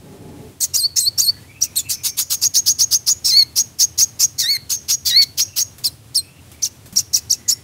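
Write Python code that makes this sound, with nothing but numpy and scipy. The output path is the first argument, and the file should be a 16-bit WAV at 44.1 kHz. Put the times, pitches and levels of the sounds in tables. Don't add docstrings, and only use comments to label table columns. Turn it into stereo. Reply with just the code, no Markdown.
import sys
import numpy as np
from scipy import signal
from scipy.fft import rfft, irfft, next_fast_len
from scipy.io import wavfile
from scipy.ndimage import uniform_filter1d, minimum_filter1d, map_coordinates

SR = 44100
rng = np.random.default_rng(int(sys.argv[2]) if len(sys.argv) > 2 else 0)


def to_wav(sig):
    pcm = np.clip(np.atleast_2d(sig), -1, 1) * 32767
    pcm = np.round(pcm).astype(np.int16)
    wavfile.write(sys.argv[1], SR, pcm.T)


N = 336483
TIME = np.arange(N) / SR
CUTOFF_HZ = 15650
# (frequency [Hz], gain [dB])
THROAT = [(2600, -23.5), (3300, -29.5), (3800, -17.5), (4450, -6.5), (5000, -8.5), (5800, -1), (6600, 3),
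          (7500, -9), (8600, -7.5), (10000, -11), (11700, -12), (14000, -16)]


def from_db(db):
    return 10 ** (np.asarray(db) / 20)


def rms_one(x):
    return x / np.sqrt(np.mean(x ** 2) + 1e-20)


def at_hz(points, hz):
    frequencies, values = np.transpose(points)
    return np.interp(np.log(np.maximum(hz, 1)), np.log(frequencies), values)


def coloured(x, spectrum):
    size = x.shape[-1]
    return irfft(rfft(x) * from_db(at_hz(spectrum, np.arange(size // 2 + 1) * SR / size)), size)


def white(channels):
    return rng.standard_normal((channels, next_fast_len(N, True)))


def wander(rate_hz):
    lowpass = signal.butter(2, rate_hz, fs=SR, output="sos")
    return rms_one(signal.sosfilt(lowpass, rng.standard_normal(N + SR))[SR:])


def resonance(x, hz, width_hz):
    r = np.exp(-np.pi * width_hz / SR)
    feedback = [1, -2 * r * np.cos(2 * np.pi * hz / SR), r * r]
    return signal.lfilter(np.array([1, 0, -1]) * (1 - r * r) / 2, feedback, x + 1e-18)


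def phase_of(hz):
    return 2 * np.pi * np.cumsum(hz) / SR


def smooth(x, span_s):
    return uniform_filter1d(x, max(1, int(span_s * SR)))


def ease(t, start, end):
    return (1 - np.cos(np.pi * np.clip((t - start) / (end - start), 0, 1))) / 2


def glide(t, marks):
    steps = ((b_hz - a_hz) * ease(t, a, b) for (a, a_hz), (b, b_hz) in zip(marks, marks[1:]))
    return marks[0][1] + sum(steps)


def puff(start, end, attack_s, release_s):
    t = np.linspace(start, end, int((end - start) * SR))
    return t, ease(t, start, start + attack_s) * (1 - ease(t, end - release_s, end))


def controls(notes, glide_s):
    times, *columns = np.concatenate(sorted(notes, key=lambda note: note[0][0]), axis=1)
    pitch, *gains = [np.interp(TIME, times, column) for column in columns]
    return smooth(pitch, glide_s), *gains


def engine(roughness=0.29, hiss=1.0, smear=1.8):
    # (time [s], firing rate [Hz], level [dB])
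    running = [(0, 23.6, -39), (.2, 23.8, -37.5), (0.381, 27, -36.5), (0.489, 20, -40), (0.532, 18, -49),
               (.7, 24.3, -80)]
    # (frequency [Hz], bandwidth [Hz], gain [dB])
    modes = [(122, 26, 3), (272, 28, 4), (336, 92, -5), (439.4, 19, -0.5), (555, 57, -14.5), (705, 59, -17),
             (834, 20, -13)]
    times, rate, level = np.transpose(running)
    cycles = np.floor(np.cumsum(np.interp(TIME, times, rate)) / SR)
    firings = rms_one(np.diff(cycles, prepend=0)) * (1 + roughness * wander(20))
    firings += hiss * rng.standard_normal(N)
    pipe = sum((-1) ** k * from_db(db) * resonance(firings, hz, width)
               for k, (hz, width, db) in enumerate(modes))
    mid, side = rng.standard_normal((2, SR // 8)) * np.linspace(1, 0, SR // 8) ** 2
    walls = mid + 0.37 * side * [[1], [-1]]
    reflected = rms_one(signal.fftconvolve(pipe[None], walls, axes=1)[:, :N])
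    return rms_one(rms_one(pipe) + smear * reflected) * from_db(np.interp(TIME, times, level))


def traffic(level_db=-43.0, swell_db=1.0):
    # (frequency [Hz], relative spectral density [dB])
    rumble = [(25, -18.5), (50, -23), (70, -2.5), (90, 4), (125, 2), (170, -8), (280, -9), (450, -15),
              (800, -18), (1500, -21.5), (3000, -21.5), (6000, -23.5), (10000, -24), (15000, -29.5)]
    # (frequency [Hz], correlation [1])
    coherence = [(30, 0.98), (90, 0.97), (300, 0.85), (700, 0.17), (1500, 0), (16000, 0.078)]
    mid, side = rfft(coloured(white(channels=2), rumble))
    alike = np.clip(at_hz(coherence, np.linspace(0, SR / 2, len(mid))), -1, 1)
    air = irfft(np.sqrt(1 + alike) * mid + np.sqrt(1 - alike) * side * [[1], [-1]])[:, :N]
    return rms_one(air) * from_db(level_db + swell_db * wander(5.2))


def arch(row, start_hz=2417, lead_s=0.02, rise_s=0.013, release_s=0.041, clear_db=9):
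    crest, fall_s, tail_s, crest_hz, end_hz, first_db, second_db, rasp_db, fading_db_per_s = row
    t, air = puff(crest - lead_s, crest + tail_s, attack_s=0.022, release_s=release_s)
    _, breath = puff(crest - lead_s, crest + tail_s, attack_s=0.012, release_s=release_s)
    hump = np.exp(-((t - crest) / np.where(t < crest, rise_s, fall_s)) ** 2)
    foot = np.where(t < crest, start_hz, end_hz)
    pitch = foot + (crest_hz - foot) * hump
    first = air * from_db(first_db + at_hz(THROAT, pitch))
    second = air ** 2 * from_db(second_db + at_hz(THROAT, 2 * pitch))
    rasp = breath * from_db(rasp_db - clear_db * hump ** 2 - fading_db_per_s * np.maximum(t - crest, 0))
    return t, pitch, first, second, rasp


def slur(row, climb_s=0.032, crest_s=0.053, trough_s=0.084, whistle_s=0.144, whistle_hz=4616,
         swell_s=0.036, swell_db=11, purer_db=11, rasp_hold_s=0.02, rasp_db_per_s=370):
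    start, length, start_hz, crest_hz, trough_hz, first_db, second_db, rasp_db = row
    t, air = puff(start, start + length, attack_s=0.017, release_s=0.018)
    age = t - start
    pitch = glide(age, [(crest_s - climb_s, start_hz), (crest_s, crest_hz),
                        (trough_s, trough_hz), (whistle_s, whistle_hz)])
    swell = ease(age, trough_s, trough_s + swell_s)
    first = air * from_db(first_db + at_hz(THROAT, pitch) - swell_db * (0.5 - swell))
    second = air * from_db(second_db + at_hz(THROAT, 2 * pitch) - purer_db * swell)
    rasp = air * from_db(rasp_db - rasp_db_per_s * np.maximum(age - rasp_hold_s, 0))
    return t, pitch, first, second, rasp


def tweets(jitter=0.00449, flutter_db=1.5, first_db=-4.5, second_db=-7.0, third_db=-10, rasp_db=-6.0):
    # (crest time [s], fall time [s], length after crest [s], crest [Hz],
    # end [Hz], fundamental [dB], second harmonic [dB], rasp [dB], rasp decay [dB/s])
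    arches = [(0.621, 0.016, 0.049, 4440, 3078, 0, -3.5, -4.5, 50),
              (1.626, 0.0096, 0.047, 5910, 2700, -3, -9, -9.5, 50),
              (1.772, 0.014, 0.055, 4346, 3454, 3, 0, -9, 80),
              (5.855, 0.013, 0.045, 5315, 4056, -2, 0.5, -8.5, 247),
              (6.161, 0.013, 0.06, 5610, 4183, -4, -0.5, -15, 440),
              (6.637, 0.013, 0.055, 6270, 2773, -9, -12, -12.5, 95),
              (6.974, 0.014, 0.052, 5856, 2727, -1, -4, -8.5, 62),
              (7.148, 0.0125, 0.057, 5870, 2565, -2, -10, -7, 69),
              (7.312, 0.015, 0.054, 5790, 2593, -2.5, -4, -14, 63)]
    # (start [s], length [s], start [Hz],
    # crest [Hz], trough [Hz], fundamental [dB], second harmonic [dB], rasp [dB])
    slurs = [(0.732, 0.14, 2797, 5024, 4133, 3.5, -6, -7.5), (0.956, 0.14, 2658, 4302, 3998, 0, -3.5, -5.5),
             (1.173, 0.139, 2753, 4730, 4200, 0, -4.5, -6), (7.477, 0.068, 3370, 5560, 4900, 0, -3.5, -6)]
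    notes = [arch(row) for row in arches] + [slur(row) for row in slurs]
    pitch, first, second, rasp = controls(notes, glide_s=0.006)
    unrest = rasp / (first + rasp + 1e-9)
    phase = phase_of(pitch * (1 + jitter * (1 + 6 * unrest) * wander(960)))
    third = np.minimum(second, first) * (3 * pitch < CUTOFF_HZ)
    tone = from_db(first_db) * first * np.sin(phase)
    tone += from_db(second_db) * second * np.sin(2 * phase)
    tone += from_db(third_db) * third * np.sin(3 * phase)
    return np.sqrt(2) * tone * from_db(flutter_db * wander(330)), rasp * from_db(rasp_db)


def at_ports(x):
    # (time [s], lag of the left port [ms])
    head_lag = [(0.6, 0.13), (1.2, 0.16), (1.63, 0.145), (1.78, 0.091), (2.34, 0.084), (2.44, 0.18),
                (2.57, 0.2), (3.6, 0.2), (4.45, 0.15), (4.9, 0.052), (5.6, 0.061), (5.86, -0.04),
                (6.17, 0.025), (6.65, -0.02), (6.92, 0.15), (7.5, 0.16)]
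    # (time [s], left minus right [dB])
    balance = [(0.6, -0.5), (1.6, -3), (1.9, 1.8), (2.5, -1), (3.08, 2.5), (3.35, -1.5), (4.2, -3.5),
               (4.5, 2.3), (5.4, -2.3), (6.17, -2.5), (6.9, -4), (7.5, -0.5)]
    # (frequency [Hz], gain [dB])
    left_port = [(1400, -1.5), (2400, -5), (3600, 3), (6000, 1), (9500, 1), (12500, -16.5), (15500, -2.5)]
    lag = np.interp(TIME, *np.transpose(head_lag)) * SR / 1000
    pan_db = np.interp(TIME, *np.transpose(balance))
    left = map_coordinates(x, [np.arange(N) - lag], order=5, mode="nearest")
    left = coloured(np.pad(left, (0, next_fast_len(N, True) - N)), left_port)[:N]
    return np.array([left * from_db(pan_db / 2), x * from_db(-pan_db / 2)])


def off_wires(x, t60, change_hz):
    t = np.arange(SR // 80) / SR
    paths = rng.standard_normal((2, 2, len(t))) * from_db(-60 * t / t60)
    paths /= np.sqrt(np.sum(paths ** 2, axis=2, keepdims=True))
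    one, other = signal.fftconvolve(x[None, None], paths, axes=2)[..., :N]
    turn = np.pi * wander(change_hz)
    return one * np.cos(turn) + other * np.sin(turn)


def reverberation(x, t60, delay_s, length_s):
    # (frequency [Hz], gain [dB])
    colour = [(1000, 12), (3000, -0.5), (4500, -3), (6300, 1.5), (7500, -3), (10000, 1.5), (15000, -2)]
    t = np.arange(int(length_s * SR)) / SR
    decay = from_db(-60 * t / t60)
    echoes = coloured(rng.standard_normal((2, len(t))), colour) * decay
    echoes *= (t > delay_s) / np.sqrt(np.sum(decay ** 2))
    return signal.fftconvolve(x[None], echoes, axes=1)[:, :N]


def sunbird(scatter_share=0.48, overtone_hz=8500, overtone_db=-9, cage_db=-19, yard_db=-22):
    # (frequency [Hz], relative spectral density [dB])
    turbulence = [(700, -30), (1100, -26), (1600, -25), (2300, -19), (3000, -18.5), (3800, -12), (4500, -1),
                  (5500, 0), (6600, -1), (7600, -7), (9600, -7.5), (10700, -12), (12000, -6.5),
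                  (13200, -8.5), (15500, -6.5)]
    tone, rasp_envelope = np.sum([tweets(), nasals(), chips()], axis=0)
    noise = rms_one(coloured(white(channels=1), turbulence)[0, :N])
    rasp = noise * rasp_envelope * from_db(2.3 * wander(370))
    highpass = signal.butter(4, overtone_hz, "high", fs=SR, output="sos")
    overtones = from_db(overtone_db) * signal.sosfilt(highpass, tone + 1e-18)
    scattered = off_wires(np.sqrt(scatter_share) * rasp + overtones, t60=0.026, change_hz=2.6)
    direct = at_ports(tone + np.sqrt(1 - scatter_share) * rasp)
    cage = reverberation(tone + rasp, t60=0.06, delay_s=0.0022, length_s=0.065)
    yard = reverberation(tone + from_db(-2) * rasp, t60=0.35, delay_s=0.011, length_s=0.45)
    return direct + scattered + from_db(cage_db) * cage + from_db(yard_db) * yard


def far_bird(patchy_db=4.0, waver_hz=110):
    # (start [s], end [s], first pitch [Hz], middle [Hz], last [Hz], relative level [dB])
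    calls = [(1.27, 1.51, 1934, 1865, 2002, -52), (1.477, 1.72, 2234, 2610, 2366, -40.5),
             (1.722, 2.06, 2510, 2625, 2250, -42), (2.051, 2.25, 2235, 2330, 2184, -49.5),
             (5.42, 5.611, 2590, 2757, 2654, -43.5), (6.198, 6.419, 2410, 2685, 2800, -44.5),
             (6.517, 6.696, 2310, 2436, 2370, -51.5), (7.38, 7.62, 1957, 1992, 2075, -49.5)]
    pitch, gain = np.zeros((2, N))
    for start, end, first, middle, last, db in calls:
        at = (TIME >= start) & (TIME < end)
        progress = np.linspace(0, 1, at.sum())
        pitch[at] = np.polyval(np.polyfit([0, .5, 1], [first, middle, last], 2), progress)
        gain[at] = from_db(db) * np.sqrt(np.abs(np.sin(np.pi * progress)))
    gain *= from_db(patchy_db * wander(20))
    whistle = gain * np.sin(phase_of(pitch + waver_hz * wander(251.4)))
    return reverberation(whistle, t60=0.04, delay_s=0.001913, length_s=.4)


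def chips(low_hz=4000, gap_hz=760, top_offset_hz=65, chaos_hz=650, jitter_hz=45,
          sweep_s=0.007, attack_s=0.023, release_s=0.013,
          rasp_fall_db=16, early_db=-4, overtone_db=-9, subharmonic_db=-10):
    # (start [s], time to mid-sweep [s], length from mid-sweep [s],
    # top pitch of the upsweep less top_offset_hz [Hz], upper voice [dB], lower voice [dB], rasp [dB])
    notes = [(1.885, 0.031, 0.038, 6154, -9, -9, -8), (2.031, 0.036, 0.037, 6330, -11, -1.5, -9.5),
             (2.165, 0.042, 0.026, 6843, -9, -3, -8.5), (2.296, 0.032, 0.027, 6655, -6.5, -12, -3.5),
             (2.409, 0.036, 0.032, 6680, -10, -15, -10), (2.535, 0.034, 0.031, 6630, -6.5, -22, -9),
             (2.655, 0.035, 0.034, 6677, -4.5, -22, -9), (2.781, 0.034, 0.029, 6656, -5.5, -22, -11),
             (2.905, 0.038, 0.027, 6605, -6.5, -26, -9), (3.06, 0.032, 0.037, 6790, -5.5, -18, -8.5),
             (3.554, 0.034, 0.029, 6686, -4.5, -20, -6.5), (3.784, 0.036, 0.032, 6540, -7, -19.5, -8.5),
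             (3.974, 0.036, 0.034, 6576, -7, -17, -6), (4.189, 0.036, 0.032, 6615, -7.5, -10, -5.5),
             (4.691, 0.019, 0.049, 6424, -5.5, -15, -7.5), (4.879, 0.031, 0.041, 6620, -7.5, -7, -8),
             (5.37, 0.04, 0.025, 6676, -4.5, -5.5, -8.5), (5.556, 0.039, 0.035, 6570, -8.5, -11, -8)]
    pitch, chaos, upper, lower, rasp, overtone = np.zeros((6, N))
    for start, rough_s, hold_s, top_hz, upper_db, lower_db, rasp_db in notes:
        middle = start + rough_s
        end = middle + hold_s
        at = (TIME >= start) & (TIME < end + release_s / 2)
        t = TIME[at]
        gate = np.clip((t - start) / attack_s, 0, 1) ** 1.3
        gate *= np.clip((end + release_s / 2 - t) / release_s, 0, 1)
        rise = (1 + np.tanh((t - middle + 0.0015) / (2 * sweep_s))) / 2
        locked = np.clip((t - middle + 0.01) / 0.0045, 0, 1)
        sag = 1 - .025 * np.clip(1 - (end - t) / 0.0087, 0, 1)
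        sweep_hz = low_hz + (top_hz + top_offset_hz - low_hz) * rise
        chaos[at] = 1 - locked
        pitch[at] = locked * sweep_hz * sag + chaos[at] * 6000
        upper[at] = gate * from_db(upper_db - 0.5 + early_db * (1.5 - rise) - 6.3 * chaos[at])
        blend_db = (lower_db + 2) * rise ** 2 + (upper_db - 3) * (2.5 - rise ** 2)
        lower[at] = gate * from_db(blend_db + 6.9 * locked)
        clearing = np.clip((t - middle) / hold_s, 0, 1) ** 0.94
        rasp[at] = gate * from_db(rasp_db - 1 - rasp_fall_db * clearing)
        overtone[at] = from_db(overtone_db) * (1 - rise)
    unrest_hz = jitter_hz + chaos_hz * chaos
    upper_phase = phase_of(pitch + unrest_hz * wander(465))
    lower_phase = phase_of(pitch - gap_hz + (unrest_hz + jitter_hz) * wander(514.4))
    tone = upper * (np.sin(upper_phase) + overtone * np.sin(2 * upper_phase))
    tone += lower * (np.sin(lower_phase) + overtone * np.sin(2 * lower_phase))
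    tone += from_db(subharmonic_db) * upper * chaos * np.sin(upper_phase / 2)
    return np.sqrt(2) * tone * from_db(2.5 * wander(200)), rasp


def nasal(row, drop_s=0.032, crest_hz=2240, swell_s=0.071, fade_db=6, third_fall_db=8,
          third_fall_s=0.035, clear_db=30, clear_s=0.051, closing_s=0.037):
    start, trough, crest, end, start_hz, trough_hz, end_hz = row[:7]
    second_db, swell_db, third_db, opening_db, closing_db = row[7:]
    t, air = puff(start, end, attack_s=0.028, release_s=0.013)
    pitch = glide(t, [(trough - drop_s, start_hz), (trough, trough_hz), (crest, crest_hz), (end, end_hz)])
    swell = ease(t, trough, trough + swell_s)
    second = from_db(second_db - swell_db * (1 - swell) - fade_db * ease(t, crest, end))
    third = from_db(third_db - third_fall_db * ease(t, trough, trough + third_fall_s))
    rasp = from_db(opening_db - clear_db * ease(t, trough - clear_s, trough + clear_s))
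    rasp += from_db(closing_db) * ease(t, end - closing_s, end - closing_s / 2)
    return t, pitch, air * second, air * third, air * rasp


def nasals(jitter=0.0014, rasp_jitter=0.0606, flutter_db=2.0, rasp_db=-1, hoarse_db=-4, husky_db=3):
    # (start [s], trough [s], crest [s], end [s], start [Hz], trough [Hz],
    # end [Hz], second harmonic [dB], swell [dB], third harmonic [dB], opening rasp [dB], end rasp [dB])
    notes = [(3.238, 3.323, 3.385, 3.438, 2700, 2059, 2097, -6.5, 8.5, -19, -13, -39),
             (4.376, 4.44, 4.52, 4.576, 2206, 1816, 2060, -7.5, 7.5, -25, -11, -63),
             (5.046, 5.119, 5.195, 5.246, 2350, 1898, 2144, -4.5, 14, -24.5, -9, -12)]
    # (harmonic number [1], relative level [dB])
    partials = [(1, -22), (4, -32), (5, -28), (6, -25), (7, -43)]
    pitch, second, third, rasp = controls([nasal(row) for row in notes], glide_s=0.004)
    unrest = rasp ** 2 / (second ** 2 + third ** 2 + rasp ** 2 + 1e-9)
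    phase = phase_of(pitch * (1 + (jitter + rasp_jitter * unrest) * wander(610)))
    tone = second * np.sin(2 * phase) + third * np.sin(3 * phase)
    drive = np.sqrt(np.abs(second)) * (1 - unrest)
    tone += drive * sum(from_db(db + husky_db * wander(223)) * np.sin(k * phase) for k, db in partials)
    between = np.sin(5 * phase / 2) + np.sin(3 * phase / 2) / 3
    tone += from_db(hoarse_db) * np.sqrt(np.abs(rasp * third)) * between
    return np.sqrt(2) * tone * from_db(flutter_db * wander(72)), rasp * from_db(rasp_db)


def claw_taps(t60=0.17, gain_db=-10):
    # (time [s], relative level [dB])
    contacts = [(5.7828, -23), (6.516, -26.5), (6.8583, -25.5), (6.926, -24)]
    # (frequency [Hz], relative level [dB])
    colour = [(150, 8.5), (600, 4.3), (3000, 1.4), (9000, 5.5), (15000, 3.1)]
    envelope = sum(from_db(db + gain_db - 60 * np.abs(TIME - start) / t60) * (TIME >= start)
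                   for start, db in contacts)
    return envelope * rms_one(coloured(white(channels=2), colour)[:, :N])


def knock(at_s=6.928, hz=195, t60=0.22, level_db=-33):
    age = np.maximum(TIME - at_s, 0)
    return from_db(level_db - 60 * age / t60) * np.sin(2 * np.pi * hz * age)


def scene():
    return sunbird() + far_bird() + claw_taps() + knock() + engine() + traffic()


def record(dry, ceiling=0.97):
    wanted_gain = np.minimum(1, ceiling / (np.abs(dry).max(axis=0) + 1e-9))
    gain = smooth(minimum_filter1d(wanted_gain, size=SR // 500), span_s=0.002)
    lowpass = signal.ellip(12, .1, 95, CUTOFF_HZ, fs=SR, output="sos")
    return signal.sosfilt(lowpass, dry * gain)


dry = scene()
out = record(dry)
to_wav(out)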